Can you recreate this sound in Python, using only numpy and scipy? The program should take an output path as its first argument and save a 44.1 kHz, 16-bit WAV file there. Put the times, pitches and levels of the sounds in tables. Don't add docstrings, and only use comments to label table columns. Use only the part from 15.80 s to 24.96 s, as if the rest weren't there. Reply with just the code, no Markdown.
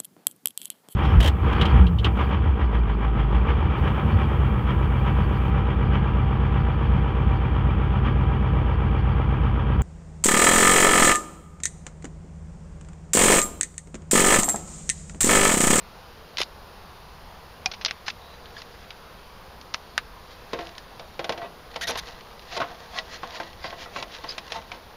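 import sys
import numpy as np
from scipy import signal
from scipy.fft import rfft, irfft, next_fast_len
from scipy.io import wavfile
from scipy.ndimage import uniform_filter1d

SR = 44100
rng = np.random.default_rng(int(sys.argv[2]) if len(sys.argv) > 2 else 0)


def unload_audio(sound):
    columns = np.transpose(np.atleast_2d(sound))
    steps = np.round(np.clip(columns, -1, 1) * 32767)
    wavfile.write(sys.argv[1], SR, steps.astype(np.int16))


N = 403956


def amp(db):
    return 10 ** (np.asarray(db) / 20)


def read(points, hz):
    f, value = np.transpose(points)
    return np.interp(np.log(hz + 1), np.log(f + 1), value)


def evened(x):
    return x / np.sqrt(np.mean(x ** 2) + 1e-20)


def blow(x, db):
    return amp(db) * x * np.sqrt(0.01 * SR / (np.sum(x ** 2) + 1e-20))


def add(mix, s, sound):
    part = mix[max(round(s * SR), 0):][:len(sound)]
    part += sound[:len(part)]


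def hump(hz, centre_hz, octaves):
    return np.exp(-0.5 * (np.log2((hz + 1) / centre_hz) / octaves) ** 2)


def shaped(x, points):
    size = next_fast_len(len(x) + 4096)
    gain = amp(read(points, np.fft.rfftfreq(size, 1 / SR)))
    return irfft(rfft(x, size) * gain, size)[:len(x)]


def coloured(x, points, centre_hz, lift_db, octaves, size):
    z = np.fft.fft(x)
    hz = abs(np.fft.fftfreq(len(x), 1 / SR))
    own_power = uniform_filter1d(abs(z) ** 2, size, mode="wrap")
    own_colour = np.sqrt(abs(own_power) + 1e-12)
    wanted_db = read(points, hz) + lift_db * hump(hz, centre_hz, octaves)
    log_gain = np.log(amp(wanted_db) / own_colour)
    causal_gain = np.exp(np.conj(signal.hilbert(log_gain)))
    return np.fft.ifft(z * causal_gain).real


# frequency in Hz, relative density in dB per Hz.
AIR_SPECTRUM = [(20, -29), (70, -27), (115, -36.5), (175, -33.5), (285, -42.5), (490, -35), (590, -38),
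                (720, -36.5), (1020, -36), (1400, -40.5), (2100, -46.5), (4800, -48.5), (6300, -57.5),
                (7300, -61.5), (10500, -55.5), (15500, -56.5)]
AIR_DB = -43.5


def outdoors(drift_db=1.0):
    z = signal.stft(rng.standard_normal(N), nperseg=1024)[2]
    patches = uniform_filter1d(rng.standard_normal(z.shape), size=7, axis=0)
    patches = evened(uniform_filter1d(patches, size=16, axis=1))
    air = signal.istft(z * amp(drift_db * patches), nperseg=1024)[1][:N]
    return amp(AIR_DB) * evened(shaped(air, AIR_SPECTRUM))


# frequency in Hz, relative density in dB per Hz.
CLICK_SPECTRUM = [(60, -9), (400, -12.5), (750, -0.5), (2500, -0.5), (5400, -2), (6400, -9.5), (7300, -16),
                  (11000, -18.5), (15500, -45)]


def click(chatter_s, hz, lift_db, echo_db, echo_t60, crisp_db=7, size=4096):
    t = np.arange(size) / SR
    impacts, walls = rng.standard_normal((2, size))
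    contact = impacts ** 3 * np.exp(-(t / chatter_s) ** 2)
    echo = walls * amp(-60 * t / echo_t60) * (1 - np.exp(-t / 0.00047))
    brevity = np.log2(0.0019 / chatter_s)
    spectrum = [(f, db + crisp_db * brevity * (f > 7000)) for f, db in CLICK_SPECTRUM]
    both = blow(contact, 0) + blow(echo, echo_db)
    return coloured(both, spectrum, hz, lift_db, octaves=0.61, size=110)


# start in seconds,
# # level in dB, chatter time in seconds, emphasised pitch in Hz, lift at that pitch in dB (a cut if negative).
SNAPS = [(0.5712, -28, .0015, 3300, 14), (.583, -26, .0035, 3960, 7), (0.6036, -25.5, 0.0014, 395, 19.5),
         (0.615, -26.5, 0.0014, 3760, 13), (0.6165, -25, 0.001, 3060, 2), (.633, -29, .001, 4050, 16),
         (1.8594, -22.5, 0.0027, 5200, 5), (1.9145, -31.5, 0.011, 4400, 5), (1.936, -34, 0.0098, 2970, 5),
         (2.012, -34, 0.026, 2500, 4), (2.049, -19.5, 0.0016, 4430, 11), (2.059, -20.5, 0.0059, 4730, 8.5),
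         (2.081, -29.5, 0.025, 2600, 14), (2.1096, -26, 0.0024, 2000, 5.5),
         (2.2808, -23.5, 0.0057, 1610, 5.5), (2.301, -30, 0.0042, 2860, 11), (2.656, -44, .0039, 3400, 29),
         (2.818, -38, 0.0033, 3500, 2), (3.105, -36, 0.004, 3080, 12), (3.813, -43.5, .0023, 4460, 9),
         (3.94, -29, .003, 5300, 9), (3.9439, -22.5, 0.0029, 1600, 3.5), (4.1787, -17, 0.0011, 1510, 9.5),
         (4.87, -40.5, .002, 2800, 9), (4.981, -35.5, .0017, 3480, 2), (5.944, -45, .0018, 2500, 13),
         (6.594, -44, 0.0026, 3400, 17), (7.187, -24.5, 0.0044, 3250, 15), (7.905, -38, .0027, 2440, 9),
         (8.365, -43.5, 0.004, 4000, -6), (8.917, -32.5, 0.0045, 2050, 17)]
# start in seconds, pitch in Hz, level in dB, t60 in seconds.
TABS = [(1.859, 5560, -24.5, 0.013), (1.860, 2440, -23.5, 0.043), (1.861, 750, -28, 0.079),
        (2.058, 646, -36.5, 0.12)]
ECHO_DB, ECHO_DB_PER_OCTAVE = -6, 2.5


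def connectors():
    out = np.zeros(N)
    t = np.arange(SR // 5) / SR
    for s, db, chatter_s, hz, lift_db in SNAPS:
        echo_db = ECHO_DB + ECHO_DB_PER_OCTAVE * np.log2(chatter_s / 0.003)
        snap = click(chatter_s, hz, lift_db, echo_db, echo_t60=0.05, crisp_db=7.5)
        add(out, s, blow(snap, db))
    for s, hz, db, t60 in TABS:
        ring = np.sin(2 * np.pi * hz * t) * amp(-60 * t / t60)
        add(out, s, blow(ring, db))
    return out


def slips(count, grain_db, catch_db, ripple_db):
    hiss, pressure = rng.standard_normal((2, count))
    catch = evened(uniform_filter1d(uniform_filter1d(pressure, size=160), size=100))
    grain = np.minimum(rng.exponential(1, count), 5)
    grains = hiss * amp(grain_db * grain + catch_db * catch)
    hz = np.geomspace(300, 16000, 60)
    grip_colour = np.transpose([hz, ripple_db * rng.standard_normal(len(hz))])
    return evened(shaped(grains, grip_colour))


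TICK_SPREAD_DB = 3


def ticks(count, per_s):
    out = np.zeros(count)
    for at in np.flatnonzero(rng.random(count) < per_s / SR):
        tick = click(0.0042, 2850, lift_db=6, echo_db=-5.5, echo_t60=0.03)
        add(out, at / SR, blow(tick, TICK_SPREAD_DB * rng.standard_normal()))
    return out


# frequency in Hz, relative level in dB, t60 in seconds.
CABINET_MODES = [(156, -4.5, 0.079), (255.6, -12.5, 0.24), (336, -12.5, 0.37), (471, -4, 0.12),
                 (531.2, -6.5, 0.16), (636, -14.5, 0.25), (690.8, -1.5, 0.11), (767, -10, 0.094),
                 (905, -5.5, 0.073), (1070, -2, 0.073), (1075, -3, 0.093), (1355, -0.5, 0.045),
                 (1540, 0, 0.052), (1975, 0, 0.1)]
# frequency in Hz, relative density in dB per Hz.
SHEET_SPECTRUM = [(60, -13), (220, -4), (450, -2.5), (1100, -8), (1700, -7.5), (3500, -12.5), (5500, -25),
                  (8000, -46)]


def sheet_metal(centre_hz, modes_db, dense_t60, detune=0.012, size=16384):
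    t = np.arange(size) / SR
    hz, db, t60 = np.transpose(CABINET_MODES)[:, :, None]
    spot_db, load, phase = rng.standard_normal((3, len(hz), 1))
    weight = amp(db + 3.9 * spot_db + 11.6 * hump(hz, centre_hz, 0.57))
    decay = np.exp(-np.log(1000) * t / t60)
    turns = hz * (1 + detune * load) * t + phase
    modes = np.sum(weight * decay * np.sin(2 * np.pi * turns), 0)
    modes = modes * (1 - np.exp(-t / 0.00048))
    dense = rng.standard_normal(size) * amp(-60 * t / dense_t60)
    dense = coloured(dense, SHEET_SPECTRUM, centre_hz, lift_db=10.0, octaves=0.35, size=110)
    return blow(modes, modes_db) + blow(dense, 0)


def through_cabinet(drive):
    body = sheet_metal(730, modes_db=4.5, dense_t60=0.1)
    return signal.oaconvolve(drive, body / np.linalg.norm(body))


# start in seconds, length in seconds, level in dB,
# fizz level in dB, rumble in the cabinet in dB.
SCRAPES = [(0.576, 0.06, -28.5, -50, -64), (2.258, 0.055, -37.5, -78, -66), (6.009, 0.039, -31.5, -43, -48),
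           (6.068, 0.05, -29.5, -38.5, -37.5), (6.171, 0.0316, -31, -41.5, -50),
           (6.764, .018, -30.5, -68, -25.5)]
# frequency in Hz, relative density in dB per Hz.
RUB_SPECTRUM = [(60, -6), (400, -25), (1350, -5.5), (1950, -1), (2400, -5.5), (3000, -3.5), (4000, -1),
                (5300, -6.5), (6500, -14), (7500, -19.5), (11500, -27), (15500, -41)]
# frequency in Hz, relative density in dB per Hz.
FIZZ_SPECTRUM = [(60, -60), (4500, -36), (6200, 12), (7200, -7), (9000, 2.5), (12000, 2), (13700, -6),
                 (15000, -20)]
CATCHES_PER_S, CATCH_DB = 90, -5


def scraping():
    out = np.zeros(N)
    for s, length_s, db, fizz_db, rumble_db in SCRAPES:
        count = int(length_s * SR)
        press = signal.windows.tukey(count, 0.3)
        rasp = slips(count, grain_db=2.0, catch_db=-0.1, ripple_db=2.5) * press
        catches = press * ticks(count, CATCHES_PER_S)
        contact = evened(shaped(rasp, RUB_SPECTRUM)) + amp(CATCH_DB) * catches
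        fizz = evened(shaped(rasp, FIZZ_SPECTRUM))
        add(out, s, amp(db) * evened(contact) + amp(fizz_db) * fizz)
        add(out, s, amp(rumble_db) * through_cabinet(rasp))
    return out


# time in seconds, level in dB.
RUSTLE_SPELLS = [
    [(2.33, -55.5), (2.476, -54.5), (2.862, -53.5), (3.05, -53.5)],
    [(4.3, -56.5), (4.682, -52.5), (4.878, -46), (5.048, -55.5), (5.35, -53)],
    [(5.9, -51), (6.09, -44), (6.45, -51), (6.66, -49), (7.13, -51), (7.48, -46), (8.33, -54), (8.61, -48),
     (9.15, -57.5)],
]
RUSTLE_DB, RUSTLE_RUMBLE_DB = 0, -1
STILL_DB = -56.5
TICKS_PER_S, TICK_DB = 6, 4
PUFF_S, PUFF_DB = 0.04, 4


def rustling():
    t = np.arange(N) / SR
    spells_db = [np.interp(t, *np.transpose(spell), left=STILL_DB, right=STILL_DB)
                 for spell in RUSTLE_SPELLS]
    level_db = np.max(spells_db, axis=0)
    motion = np.sqrt(np.maximum(amp(level_db) ** 2 - amp(STILL_DB) ** 2, 0))
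    pressure = rng.standard_normal(size=1024)
    puffs = evened(amp(PUFF_DB * np.interp(t / PUFF_S, np.arange(len(pressure)), pressure)))
    grains = puffs * slips(N, grain_db=2.0, catch_db=3.5, ripple_db=1.0)
    hiss = amp(RUSTLE_DB) * evened(shaped(grains, RUB_SPECTRUM))
    rumble = amp(RUSTLE_RUMBLE_DB) * through_cabinet(grains)[:N]
    return motion * (hiss + rumble + amp(TICK_DB) * ticks(N, TICKS_PER_S))


# start in seconds, length in seconds,
# level in dB, first pitch in Hz, last pitch in Hz.
SQUEAKS = [(2.385, 0.2, -56.5, 3800, 4010), (2.766, 0.01, -38, 1755, 1660), (2.779, .016, -45, 4900, 4900),
           (6.012, 0.021, -34, 1390, 2320), (6.03, 0.032, -32.5, 1820, 1890),
           (6.075, 0.02, -29.5, 2550, 7070), (7.172, 0.032, -33.5, 1897, 1927),
           (8.488, .011, -30, 4920, 4600), (8.5, 0.017, -33.5, 5070, 4920)]


def squeaks(jitter=0.028, overtone_db=-7, flutter=0.25):
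    out = np.zeros(N)
    for s, length_s, db, first_hz, last_hz in SQUEAKS:
        count = int(length_s * SR)
        waver, grip = uniform_filter1d(rng.standard_normal((2, 16384)), size=60)[:, :count]
        hz = np.linspace(first_hz, last_hz, count) * (1 + jitter * evened(waver))
        turns = np.cumsum(hz) / SR
        tone = np.zeros(count)
        for k in range(1, 4):
            tone += amp(overtone_db * k + read(RUB_SPECTRUM, k * hz)) * np.sin(2 * np.pi * k * turns)
        strength = np.exp(flutter * evened(grip)) * signal.windows.tukey(count, 0.4)
        add(out, s, amp(db) * evened(tone * strength))
    return out


# fastest moment in seconds,
# hiss of the glove in dB, rumble in the cabinet in dB.
STROKES = [(2.79, -43.5, -66), (4.53, -48.5, -66), (5.64, -66, -34.5), (6.755, -34.5, -39),
           (6.91, -53, -38.5), (7.18, -34.5, -31.5), (7.345, -36, -59), (7.565, -36.5, -37),
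           (7.865, -37, -33.5), (8.026, -37, -44), (8.19, -34.5, -37.5), (8.35, -37.5, -54),
           (8.515, -37, -44), (8.765, -40, -30.5), (8.945, -46.5, -39)]
STROKE_RISE_S, STROKE_FALL_S = 0.04, 0.025


def rubbing():
    out = np.zeros(N)
    t = np.arange(-SR // 5, SR // 5) / SR
    speed = np.exp(-np.maximum(-t / STROKE_RISE_S, t / STROKE_FALL_S) ** 1.47)
    for s, hiss_db, rumble_db in STROKES:
        grains = slips(len(t), grain_db=1.0, catch_db=1.0, ripple_db=3.5)
        catches = amp(CATCH_DB) * ticks(len(t), CATCHES_PER_S)
        contact = evened(shaped(grains, RUB_SPECTRUM)) + catches
        add(out, s + t[0], amp(hiss_db) * speed * evened(contact))
        add(out, s + t[0], amp(rumble_db) * through_cabinet(speed * grains))
    return out


# start in seconds, contact click in dB, ring of the sheet metal in dB.
KNOCKS = [(4.732, -31.5, -21.5), (4.789, -38, -27), (5.1955, -38, -36.5), (5.393, -32.5, -24),
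          (5.443, -29, -29.5), (5.4935, -26, -20), (5.5224, -32.5, -31), (5.5763, -38, -32),
          (5.617, -58, -31), (5.96, -29, -28.5), (6.0931, -42, -23.5), (6.155, -32.5, -27),
          (6.802, -31.5, -21.5), (6.816, -36, -20), (7.432, -40.5, -26.5), (7.6006, -35, -25),
          (7.843, -41, -27), (7.926, -53, -32), (8.059, -54, -35.5), (8.161, -36, -26),
          (8.2254, -29.5, -31.5), (8.44, -39, -29.5), (8.58, -28.5, -34), (8.72, -26.5, -35.5),
          (8.9163, -38.5, -41)]
# time in seconds, emphasised pitch in Hz.
RING_PITCH = [(4.75, 490), (5.5, 670), (6.8, 1130), (7.8, 890), (8.9, 890)]
RATTLE_DB, RATTLE_RISE_S, RATTLE_FALL_S = -20.5, 0.018, 0.079


def screwdriver(impact_db=-7):
    out = np.zeros(N)
    t = np.arange(SR // 3) / SR
    shake = (1 - np.exp(-t / RATTLE_RISE_S)) * np.exp(-t / RATTLE_FALL_S)
    shake = shake / shake.max()
    for s, click_db, ring_db in KNOCKS:
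        hz = np.interp(s, *np.transpose(RING_PITCH))
        impact = click(0.00094, 590, lift_db=22.0, echo_db=-7, echo_t60=0.035, crisp_db=-5.0)
        chatter = click(0.0013, 3000, lift_db=9.5, echo_db=12.5, echo_t60=0.044)
        contact = blow(impact, impact_db) + blow(chatter, 0)
        ring = sheet_metal(hz, modes_db=1.5, dense_t60=0.12)
        rattle = through_cabinet(shake * rng.standard_normal(len(t)))
        add(out, s, blow(contact, click_db))
        add(out, s, blow(ring, ring_db))
        add(out, s, amp(ring_db + RATTLE_DB) * rattle)
    return out


def scene():
    background = outdoors()
    metal = connectors() + scraping() + screwdriver()
    glove = rustling() + squeaks() + rubbing()
    return (background + metal + glove)[None]


# frequency in Hz, gain in dB.
MICROPHONE_NOTCH = [(6900, -2), (7450, -7), (7750, -27), (8100, -21), (8450, -12), (8900, -6)]
EDGE_HZ = 15600


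def record(dry):
    heard = shaped(dry[0], MICROPHONE_NOTCH)
    low_pass = signal.firwin(401, EDGE_HZ, window=("kaiser", 8), fs=SR)
    return signal.oaconvolve(heard, low_pass, "same")[None]


dry = scene()
out = record(dry)
unload_audio(out)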